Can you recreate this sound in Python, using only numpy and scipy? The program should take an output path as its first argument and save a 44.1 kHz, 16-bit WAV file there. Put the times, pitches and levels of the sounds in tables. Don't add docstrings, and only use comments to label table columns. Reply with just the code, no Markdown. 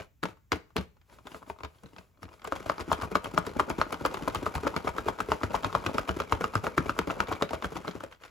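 import sys
import numpy as np
from scipy import signal
from scipy.fft import rfft, irfft, next_fast_len
from scipy.io import wavfile
from scipy.ndimage import uniform_filter1d

SR = 44100
rng = np.random.default_rng(int(sys.argv[2]) if len(sys.argv) > 2 else 0)


def digitize_waveform(pressure):
    field = np.atleast_2d(pressure).T
    bounded = np.clip(field, -1, 1)
    quanta = np.round(bounded * 32767).astype(np.int16)
    wavfile.write(sys.argv[1], SR, quanta)


N = 366030

# f/Hz, level/dB, t60/s
SHELL_MODES = [(728, -12, 0.025), (919, 1, 0.038), (1073, 6, 0.015), (1230, 6, .02), (1341, 1, 0.025),
               (1520, -1, 0.014), (1880, -50.5, 0.0057), (2296, -6, 0.028)]
# f/Hz, level/dB, t60/s
PANEL_MODES = [(243.7, -0.5, 0.042), (305.2, 3, 0.032), (340, 1.5, 0.024), (434, 1, 0.039),
               (558.4, -3, 0.044), (638.4, 10.5, 0.019)]
# f/Hz, density/dB
CLICK_SPECTRUM = [(300, -9), (880, -4), (1500, 1), (2030, -3.5), (2800, -7.5), (3700, -10.5), (4800, -13.5),
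                  (6890, -18), (8950, -32), (11600, -29.5), (13200, -23.5), (15200, -44), (16500, -57)]
# t/s, sliding level/dB, treble gain/dB, cap on the rattle from one blow/dB
SHAKING = [(.8, -102, 6.5, -44.5), (2.3, -76, -6.5, -57), (2.5, -54, 8.5, -42.5), (3.0, -50.5, 3, -31),
           (3.8, -48.5, 1, -31), (4.2, -42.5, 1.5, -36.5), (4.5, -46.5, 3.5, -31.5), (5.0, -48, 2, -30),
           (5.8, -46, 3, -32), (6.5, -49, 2, -30), (7.2, -47, 0.5, -30.5), (7.7, -49.5, 3.5, -33),
           (8.07, -59, 7.5, -47.5), (8.18, -99, 27, -63)]


def gain_of(db):
    return 10 ** (np.asarray(db) / 20)


def unit_rms(x):
    return x / np.sqrt(np.mean(x ** 2) + 1e-20)


def read(points, hz):
    f, value = np.transpose(points)
    return np.interp(np.log(hz + 1), np.log(f + 1), value)


def add(mix, at_s, sound):
    part = mix[..., round(at_s * SR):][..., :sound.shape[-1]]
    part += sound[..., :part.shape[-1]]


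def colour(x, spectrum):
    hz = abs(np.fft.fftfreq(8192, 1 / SR))
    log_gain = np.log(gain_of(np.maximum(read(spectrum, hz), -80)))
    taps = np.fft.ifft(np.exp(np.conj(signal.hilbert(log_gain)))).real[:2048]
    return signal.oaconvolve(np.atleast_2d(x), taps[None] / np.linalg.norm(taps), axes=1)[:, :N]


def near(modes, hz, db_per_oct):
    return [(f, db + db_per_oct * abs(np.log2(f / hz)), t60) for f, db, t60 in modes]


def ring(modes, scatter, size, spread_db, rise_s=0.0031, detune=0.078, skew_rad=0.35):
    t = np.arange(size) / SR
    hz, db, t60_s = np.transpose(modes)
    pitch, weight, side = scatter[:, :len(modes)]
    poles = 2j * np.pi * hz * (1 + detune * pitch) - np.log(1000) / t60_s
    ports = gain_of(db + spread_db * weight) * np.exp(1j * np.outer([1, -1], skew_rad * side))
    sound = (ports @ np.exp(np.outer(poles, t))).imag * (1 - np.exp(-t / rise_s))
    return np.sqrt(2) * sound / abs(sound).max()


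def hush():
    spectrum = [(25, -4), (60, 4), (120, -2), (400, -26), (900, -32), (2000, -31), (4500, -40), (7500, -35),
                (10000, -45), (13300, -30.5), (15200, -32), (16500, -53)]
    air = colour(rng.standard_normal((3, N)), spectrum)
    return gain_of(-63.5) * unit_rms(air[0] + 0.5 * air[1:])


def every_blow():
    nails = [(0.0, -58, 1200, -43, -38, 573, -31.5), (0.019, -40, 1160, -68, -56, 420, -42),
             (0.2302, -28.5, 1340, -34, -29.5, 334, -26), (0.2356, -22, 1350, -34, -32, 343, -28.5),
             (0.2542, -26.5, 790, -43, -37.5, 460, -27.5), (0.287, -41.5, 1120, -51, -42, 340, -55),
             (0.519, -27, 1240, -34, -23, 373, -16.5), (0.529, -18.5, 1130, -33.5, -41, 330, -29),
             (0.535, -37, 1200, -41, -27, 358, -46), (0.558, -41, 1200, -43, -37, 368, -55),
             (0.7601, -45, 790, -39, -26, 343, -55), (0.765, -24, 1160, -40, -27.5, 252, -22),
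             (0.778, -49, 800, -27, -32, 387, -24.5), (0.783, -28, 744, -33.5, -31, 260, -33),
             (0.809, -38, 1490, -44, -46, 250, -50), (2.221, -51, 1200, -48, -46, 300, -53),
             (2.23, -34.5, 1190, -41.5, -43, 445, -38), (2.253, -54, 1200, -48, -45, 330, -46)]
    knocks = [(1.27, -35.5, 1150, -69, -45.5, 430, -35.5), (1.345, -33, 1300, -52, -41.5, 530, -39),
              (1.499, -28.5, 740, -43, -39, 480, -35.5), (1.634, -30, 1080, -37.5, -39.5, 450, -31),
              (1.648, -30, 1150, -61, -46, 520, -34), (1.835, -44.5, 1090, -43.5, -48, 320, -50),
              (1.983, -49, 820, -48, -50, 290, -37), (2.474, -37, 1090, -59, -35, 520, -33),
              (2.522, -18, 1160, -41, -27, 586, -32.5), (2.561, -31, 1120, -45, -56, 440, -40),
              (2.697, -13, 1120, -42, -26, 600, -26), (2.807, -30, 1170, -40, -37.5, 440, -30),
              (2.916, -10.5, 1040, -32.5, -24, 565, -27), (3.019, -26, 1240, -36, -39, 380, -50),
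              (3.032, -38, 1080, -35, -32.5, 413, -48), (3.154, -10.5, 1230, -32, -24, 520, -21.5),
              (3.244, -30, 1070, -69, -52, 320, -31), (3.377, -10, 1150, -30, -25, 500, -22),
              (3.466, -30, 1080, -41, -46, 400, -30.5), (3.596, -11.5, 1210, -37, -34.5, 410, -23.5),
              (3.701, -22, 970, -36, -28, 370, -27.5), (3.814, -12, 1140, -44, -27.5, 557, -23),
              (3.926, -24, 1230, -40, -31, 370, -28.5), (4.051, -13, 1180, -43, -20.5, 600, -21.5),
              (4.143, -24, 1170, -40, -35, 440, -30), (4.276, -18.5, 1030, -44, -27.5, 503, -34),
              (4.348, -25, 1030, -62, -45, 390, -27.5), (4.356, -21.5, 1170, -31.5, -34, 310, -28),
              (4.464, -16.5, 1230, -33, -27, 425, -36), (4.553, -25, 840, -30, -41, 480, -30.5),
              (4.668, -17.5, 1310, -42, -22, 497, -29.5), (4.764, -21.5, 1400, -33, -27, 272, -25),
              (4.872, -22, 1240, -36, -25.5, 497, -50), (4.983, -19, 1540, -42, -30.5, 280, -30),
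              (5.084, -16, 1030, -36, -28.5, 514, -30.5), (5.203, -18.5, 1530, -35.5, -34, 308, -28.5),
              (5.318, -12, 993, -41.5, -25.5, 510, -22.5), (5.433, -19.5, 1400, -27, -24.5, 335, -25.5),
              (5.543, -17, 880, -47, -27, 490, -46), (5.645, -15, 1080, -29, -28, 340, -23.5),
              (5.75, -11.5, 1124, -31.5, -24.5, 520, -24), (5.863, -23, 1080, -29.5, -29, 300, -20.5),
              (5.982, -14, 1240, -39.5, -30, 500, -24.5), (6.055, -41, 1050, -62, -59, 420, -58),
              (6.091, -18, 1320, -27, -24.5, 370, -26), (6.201, -17, 1210, -35, -26, 550, -23.5),
              (6.295, -43, 1050, -59, -48, 340, -39), (6.323, -10.5, 1060, -25, -25, 347, -23.5),
              (6.441, -16, 1280, -39, -27.5, 400, -27), (6.554, -12, 1380, -26, -28.5, 320, -25.5),
              (6.642, -24, 1080, -40, -28, 390, -44), (6.667, -17, 1340, -39, -26.5, 570, -29),
              (6.779, -11, 1630, -24.5, -20.5, 310, -23.5), (6.894, -15.5, 1280, -38, -29, 278, -28),
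              (6.989, -21.5, 1300, -30, -23.5, 432, -22.5), (7.106, -23.5, 1340, -47, -29, 483, -27),
              (7.203, -16.5, 1040, -32, -29, 460, -20), (7.315, -23, 1140, -44, -27.5, 480, -41),
              (7.423, -16, 1450, -35, -21.5, 435, -20.5), (7.532, -25.5, 1290, -38.5, -26.5, 537, -32.5),
              (7.644, -18.5, 1520, -34, -30, 330, -28.5), (7.766, -32.5, 1315, -41, -39, 312, -30.5),
              (7.879, -25.5, 1530, -36.5, -30.5, 320, -27.5), (8.037, -31.5, 1220, -46.5, -37.5, 556, -38)]
    clacks = [(.371, -55, -68), (.704, -53.5, -74), (0.968, -57, -63), (1.014, -67, -56), (1.097, -59, -53),
              (1.114, -69, -61), (1.165, -61, -65), (1.186, -45, -50), (1.361, -42, -60), (1.42, -45, -62),
              (1.427, -38.5, -62), (1.465, -49, -57), (1.587, -43, -50), (1.606, -36, -50),
              (1.747, -59, -58.5), (1.785, -67, -55.5), (1.963, -39.5, -48), (2.011, -52, -65),
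              (2.113, -70, -72), (2.173, -63, -61), (1.562, -49, -72), (2.241, -48, -50),
              (2.282, -45.5, -64), (2.289, -47, -52), (2.33, -48, -49), (2.395, -57, -50),
              (2.319, -47, -58), (2.338, -47, -47), (2.418, -45, -45), (2.446, -29.5, -45),
              (2.45, -33, -34), (2.781, -30.5, -36), (2.681, -55, -63), (2.717, -30, -42),
              (2.795, -30, -44), (2.904, -31, -53), (2.929, -18.5, -22), (2.978, -35, -42), (3, -35, -39),
              (3.014, -30, -35), (3.045, -33.5, -52), (3.257, -27, -35), (3.366, -54, -44),
              (3.601, -13, -26), (3.711, -29, -45), (3.782, -44, -36), (3.905, -33, -53), (3.942, -27, -31),
              (4.112, -35, -40), (4.299, -38, -36), (4.061, -18, -26), (4.171, -27.5, -37),
              (4.279, -20, -39), (4.472, -33, -49), (4.58, -27.5, -57), (4.676, -26, -29),
              (4.741, -29, -43), (4.876, -20.5, -27), (4.964, -33, -40), (5.091, -43, -54),
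              (5.098, -30.5, -45), (5.561, -40, -51), (5.701, -36, -53), (5.727, -29, -33.5),
              (5.802, -38, -44), (5.888, -29.5, -48), (6.077, -34, -35), (6.218, -30, -33),
              (6.35, -29.5, -39), (6.576, -31, -38), (7.176, -43, -50), (7.193, -38, -42),
              (7.325, -21, -28), (7.334, -38, -32), (7.351, -33, -43), (7.56, -36, -50), (7.91, -42, -35.5),
              (8.025, -47, -54), (8.147, -74, -53), (8.202, -74, -57), (5.187, -29.5, -39),
              (5.413, -27, -61), (5.55, -17.5, -28.5), (5.632, -32, -35), (5.84, -31, -53),
              (6.536, -30, -38), (6.965, -32, -63), (6.977, -42, -64), (7.015, -29, -64), (7.1, -23, -34),
              (7.229, -30, -54), (7.271, -49, -35.5), (7.412, -24, -46), (7.491, -43, -33),
              (7.546, -33, -36), (7.623, -27.5, -33), (7.848, -31, -58), (8.006, -32.5, -57),
              (8.114, -48.5, -60), (8.124, -63, -42), (8.213, -61, -57), (8.236, -66, -35.5),
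              (8.251, -55, -56), (8.279, -61, -50)]
    bumps = [(1.256, -42, 408, -53), (1.317, -44, 323, -38), (1.859, -44, 406, -43), (1.887, -67, 390, -53),
             (1.933, -46.5, 275, -51), (2.66, -28, 450, -46), (2.604, -37.5, 350, -55),
             (2.879, -31, 350, -55), (2.891, -31.5, 270, -51), (3.116, -26.5, 438, -54),
             (3.268, -30, 466, -38), (3.338, -28, 276, -55), (3.474, -28, 426, -46), (3.493, -34, 444, -40),
             (3.565, -27.5, 314, -54), (3.691, -42, 443, -51), (3.786, -23, 303, -48),
             (4.011, -28.5, 350, -50), (4.223, -27, 293, -42), (4.39, -35, 350, -55),
             (4.584, -48, 350, -56), (5.564, -46, 350, -52), (5.666, -27, 390, -50), (5.771, -34, 340, -48),
             (6.805, -27, 355, -52), (7.097, -40, 350, -55), (4.429, -26.5, 276, -48),
             (4.634, -25.5, 440, -51), (4.846, -26, 413, -43), (5.063, -24.5, 434, -45),
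             (5.287, -25, 437, -52), (5.506, -29, 434, -39), (5.944, -27, 430, -31.5),
             (6.106, -31.5, 454, -48), (6.166, -26.5, 303, -51), (6.409, -23, 436, -46),
             (6.859, -25.5, 435, -38), (7.073, -24, 430, -33), (7.285, -25.5, 433, -48),
             (7.508, -29, 435, -50), (7.722, -30, 423, -51), (7.757, -29.5, 307, -51),
             (7.952, -28.5, 390, -51)]
    rows = [(*nail, "nail") for nail in nails] + [(*knock, "knock") for knock in knocks]
    rows += [(s, db, 1080, db - 20, db - 14, 420, click, "clack") for s, db, click in clacks]
    rows += [(s, db - 11.5, 1090, db - 11.5, db, hz, click, "bump") for s, db, hz, click in bumps]
    return rows


def click(hiss, click_db, panel_over_shell_db):
    t = np.arange(hiss.shape[1]) / SR
    flatness = gain_of(min(panel_over_shell_db, 12))
    weakness = np.clip((-20 - click_db) / 15, 0, 1)
    onset = 1 - np.exp(-t / (0.00036 + 0.00048 * flatness + 0.00055 * weakness))
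    snap = gain_of(-60 * t / 0.0075)
    grain_db = 4.7 * unit_rms(uniform_filter1d(hiss[0, ::-1], size=50))
    chatter = gain_of(-10.5 - 60 * t / 0.047 + grain_db)
    return gain_of(click_db) * (hiss[0] + 0.59 * hiss[1:]) * (snap + chatter) * onset


def blows():
    rim_modes = [(2280, -1.5, 0.021), (2768, 0, 0.018), (3264, -0.5, 0.016), (3990, -1.5, 0.013),
                 (4885, -5, 0.011)]
    wall_modes = [(79.2, -1.5, 0.12), (97.5, 2.5, 0.081), (150.7, -6.5, 0.071), (185, 4.5, 0.066)]
    shell_rise_s = {"nail": 0.0009, "knock": 0.0014, "clack": 0.0019, "bump": 0.0017}
    panel_db_per_oct = {"nail": -15, "knock": -10, "clack": -7, "bump": -27.5}
    contact_s, bump_damp_db_per_s = 0.00061, -900
    t = np.arange(5000) / SR
    punch = 1 + gain_of(-4) * np.exp(-t[:2000] / 0.0019)
    wall_lag = 1 - np.exp(-t / 0.0013)
    body, clicks = np.zeros((2, N)), np.zeros((2, N))
    rows = every_blow()
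    scatters = rng.standard_normal((len(rows), 4, 3, 8))
    hisses = rng.standard_normal((len(rows), 3, SR // 20))
    for row, scatter, hiss in zip(rows, scatters, hisses):
        at_s, shell_db, shell_hz, wall_db, panel_db, panel_hz, click_db, kind = row
        shell = ring(near(SHELL_MODES, shell_hz, db_per_oct=-33), scatter[0], size=2000,
                     spread_db=1.5, rise_s=shell_rise_s[kind], detune=0.015, skew_rad=0.4)
        panel = ring(near(PANEL_MODES, panel_hz, panel_db_per_oct[kind]), scatter[1], size=3500,
                     spread_db=3.5, rise_s=0.0078, detune=0.048, skew_rad=0.22)
        wall = ring(wall_modes, scatter[2], size=5000,
                    spread_db=6, rise_s=0.023, detune=0.034, skew_rad=0.15)
        rim = ring(rim_modes, scatter[3], size=1200,
                   spread_db=8, rise_s=0.00046, detune=0.055, skew_rad=0.69)
        damp_db = bump_damp_db_per_s * (kind == "bump") * t[:3500]
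        add(body, at_s + contact_s, gain_of(shell_db - 4.5) * punch * shell)
        add(body, at_s, gain_of(panel_db + damp_db) * panel)
        add(body, at_s, gain_of(wall_db) * wall_lag * wall)
        add(body, at_s, gain_of(click_db - 7) * rim)
        add(clicks, at_s, click(hiss, click_db, panel_db - shell_db))
    return body + colour(clicks, CLICK_SPECTRUM)


def tail(x):
    decay = [(60, 0.11), (160, 0.055), (420, 0.26), (1100, 0.099), (1900, 0.18), (2910, 0.16), (5000, 0.12),
             (7680, 0.026)]
    taps = np.zeros((2, SR // 2))
    slots = np.arange(100, SR // 2 - 20, 20)
    at = slots + rng.integers(0, 20, (2, len(slots)))
    np.put_along_axis(taps, at, rng.choice([-1., 1.], at.shape), 1)
    taps[1] = 0.34 * taps[0] + 1.4 * taps[1]
    hz, t, bands = signal.stft(taps, SR, nperseg=256)
    box_fade = gain_of(-60 * t / read(decay, hz)[:, None])
    room_fade = gain_of(-9 - 60 * t / 0.36)
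    echo = signal.istft(bands * (box_fade + room_fade), SR, nperseg=256)[1]
    return signal.fftconvolve(x, echo / np.linalg.norm(echo, axis=1, keepdims=True), axes=1)[:, :N]


def stir(t60_s=0.12):
    swell_s = {"nail": 0.0033, "knock": 0.0084, "clack": 0.0077, "bump": 0.0043}
    re_blow_db = {"nail": -3.5, "knock": -6, "clack": -13.5, "bump": -9.5}
    lead = SR // 20
    t = np.arange(-lead, SR // 4) / SR
    decay = gain_of(-60 * np.maximum(t, 0) / t60_s)
    shape = {kind: np.where(t < 0, gain_of(-3) * np.exp(np.minimum(t, 0) / tau_s), decay)
             for kind, tau_s in swell_s.items()}
    times_s, _, _, cap_db = np.transpose(SHAKING)
    power = np.zeros(N + lead)
    for at_s, shell_db, _, _, panel_db, _, _, kind in every_blow():
        rattle_db = min(max(shell_db, panel_db) + re_blow_db[kind], np.interp(at_s, times_s, cap_db))
        add(power, at_s, (gain_of(rattle_db) * shape[kind]) ** 2)
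    return np.sqrt(power[lead:])


def slide(slips_per_s=300):
    sizes = gain_of(3 * np.minimum(rng.exponential(1, N), 3))
    slips = sizes * (rng.random(N) < slips_per_s / SR)
    grain = gain_of(-60 * np.arange(600) / SR / 0.011)
    grit = unit_rms(signal.oaconvolve(slips, grain)[:N])
    hiss = rng.standard_normal((3, N))
    return unit_rms((grit + 0.88) * (hiss[0] + 0.24 * hiss[1:]))


def bounces(hits_per_s=110, variants=16):
    sizes = gain_of(3.5 * np.minimum(rng.exponential(1, N), 4))
    hits = sizes * (rng.random(N) < hits_per_s / SR)
    variant = rng.integers(0, variants, N)
    rings = np.zeros((2, N))
    for k, scatter in enumerate(rng.standard_normal((variants, 2, 3, 8))):
        shell = ring(SHELL_MODES, scatter[0], size=2000, spread_db=8.5)
        panel = ring(PANEL_MODES, scatter[1], size=2000, spread_db=2)
        knock = shell + gain_of(-9 + 12.7 * scatter[1, 0, -1]) * panel
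        rings += signal.oaconvolve((hits * (variant == k))[None], knock, axes=1)[:, :N]
    t = np.arange(600) / SR
    tick = gain_of(-60 * t / 0.01) * (1 - np.exp(-t / 0.0007))
    hiss = rng.standard_normal((3, N))
    ticks = colour(signal.oaconvolve(hits, tick)[:N] * (hiss[0] + 0.45 * hiss[1:]), CLICK_SPECTRUM)
    return unit_rms(rings) + gain_of(-17.5) * unit_rms(ticks)


def rattle():
    spectrum = [(24, -13.5), (45, 8.5), (80, -1), (367, -2), (461, 3), (744, -8.5), (1050, -9),
                (1420, -8.5), (1750, -16.5), (2700, -21.5), (4000, -27), (7400, -29.5), (11600, -32.5),
                (15300, -37), (16500, -59)]
    times_s, level_db, treble_db, _ = np.transpose(SHAKING)
    t = np.arange(N) / SR
    shaking = gain_of(np.interp(t, times_s, level_db))
    turning = gain_of(1.5) * rubbing(t)
    motion = np.hypot(shaking + turning, stir())
    sliding = colour(slide() * motion, spectrum)
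    low = signal.sosfilt(signal.butter(2, 2000, fs=SR, output="sos"), sliding)
    treble = gain_of(np.interp(t, times_s, treble_db)) * (sliding - low)
    return 0.71 * low + treble + gain_of(-3.5) * motion * bounces()


def cracks(snap_t60_s=0.0045, fizz_t60_s=0.033):
    events = [(0.2354, -37), (0.2554, -55), (0.2848, -54), (0.5195, -32), (0.7643, -33.5), (1.271, -46),
              (1.835, -51), (2.4445, -41), (2.4742, -41), (2.9254, -26.5), (3.1535, -50), (3.2423, -39),
              (3.385, -31), (3.465, -39), (3.6007, -37), (3.6974, -34), (3.924, -33), (4.061, -31),
              (4.141, -37), (4.2808, -38), (4.348, -31), (4.551, -36.5), (4.9813, -43), (5.204, -39),
              (5.3164, -43), (5.5488, -49), (5.863, -36), (5.98, -41), (6.0911, -48), (6.321, -36),
              (6.553, -37), (6.778, -35), (6.989, -33), (7.2035, -47), (7.3217, -36), (7.423, -34),
              (7.6435, -45), (8.0376, -43)]
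    spectrum = [(2000, -19), (5000, -3), (8000, 16), (11500, 6), (15300, 4), (16500, -8)]  # f/Hz, density/dB
    t = np.arange(SR // 30) / SR
    envelope = gain_of(-60 * t / snap_t60_s) + gain_of(-12 - 60 * t / fizz_t60_s)
    bursts = np.zeros((2, N))
    for (at_s, db), hiss in zip(events, rng.standard_normal((len(events), 3, len(t)))):
        add(bursts, at_s, gain_of(db) * (hiss[0] + 0.037 * hiss[1:]) * envelope)
    return colour(bursts, spectrum)


def rubbing(t, edge_db=-16):
    rubs = [(1.138, 0.06, -60.5), (1.31, 0.077, -60), (1.367, 0.044, -56), (1.498, 0.033, -54.5),
            (1.656, 0.16, -70), (1.86, 0.16, -71), (1.766, 0.032, -73), (2, 0.096, -66),
            (2.233, 0.016, -52.5), (2.34, 0.1, -64.5), (8.237, 0.045, -97)]
    return sum(gain_of(db + edge_db * abs(t - mid_s) / half_s) for mid_s, half_s, db in rubs)


def finger_swish():
    spectrum = [(300, -2), (1200, -1.5), (3000, -7), (6000, -11), (8500, -8.5), (12000, -11.5),
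                (16500, -21.5)]
    hiss = rng.standard_normal((3, N))
    return colour((hiss[0] + 0.18 * hiss[1:]) * rubbing(np.arange(N) / SR), spectrum)


def scene():
    box = blows() + rattle() + cracks() + finger_swish()
    return box + gain_of(-14.5) * tail(box) + hush()


def record(dry, low_hz=48, high_hz=16600):
    balance = [(60, -2), (200, 5.5), (400, 1), (560, 1.9), (1000, 5.5), (1500, -0.3), (2200, -0.5),
               (2800, 4), (5700, 2.5), (8000, 0), (15000, 0.2)]
    phase_lead = [(0, 0), (620, 0.8), (950, 0.1), (1550, 1.2), (1810, 1.9), (2070, 0.4), (2500, 0.3),
                  (2840, 0.7), (5080, -0.3), (6030, 0.2), (7410, -0.1), (8350, -2.8), (9560, -3.4),
                  (10400, -6.1), (11600, -6.4), (12500, -9.1), (13900, -9.6), (14600, -12.4),
                  (16500, -12.6)]
    size = next_fast_len(N + 4096)
    hz = np.fft.rfftfreq(size, 1 / SR)
    left = gain_of(read(balance, hz) / 2) * np.exp(0.5j * read(phase_lead, hz))
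    ports = irfft(rfft(dry, size) * np.array([left, 1 / left]), size)[:, :N]
    ports = signal.sosfilt(signal.butter(3, low_hz, "high", fs=SR, output="sos"), ports)
    lowpass = signal.firwin(511, high_hz, window=("kaiser", 9), fs=SR)
    return signal.oaconvolve(ports, lowpass[None], "same")


dry = scene()
out = record(dry)
digitize_waveform(out)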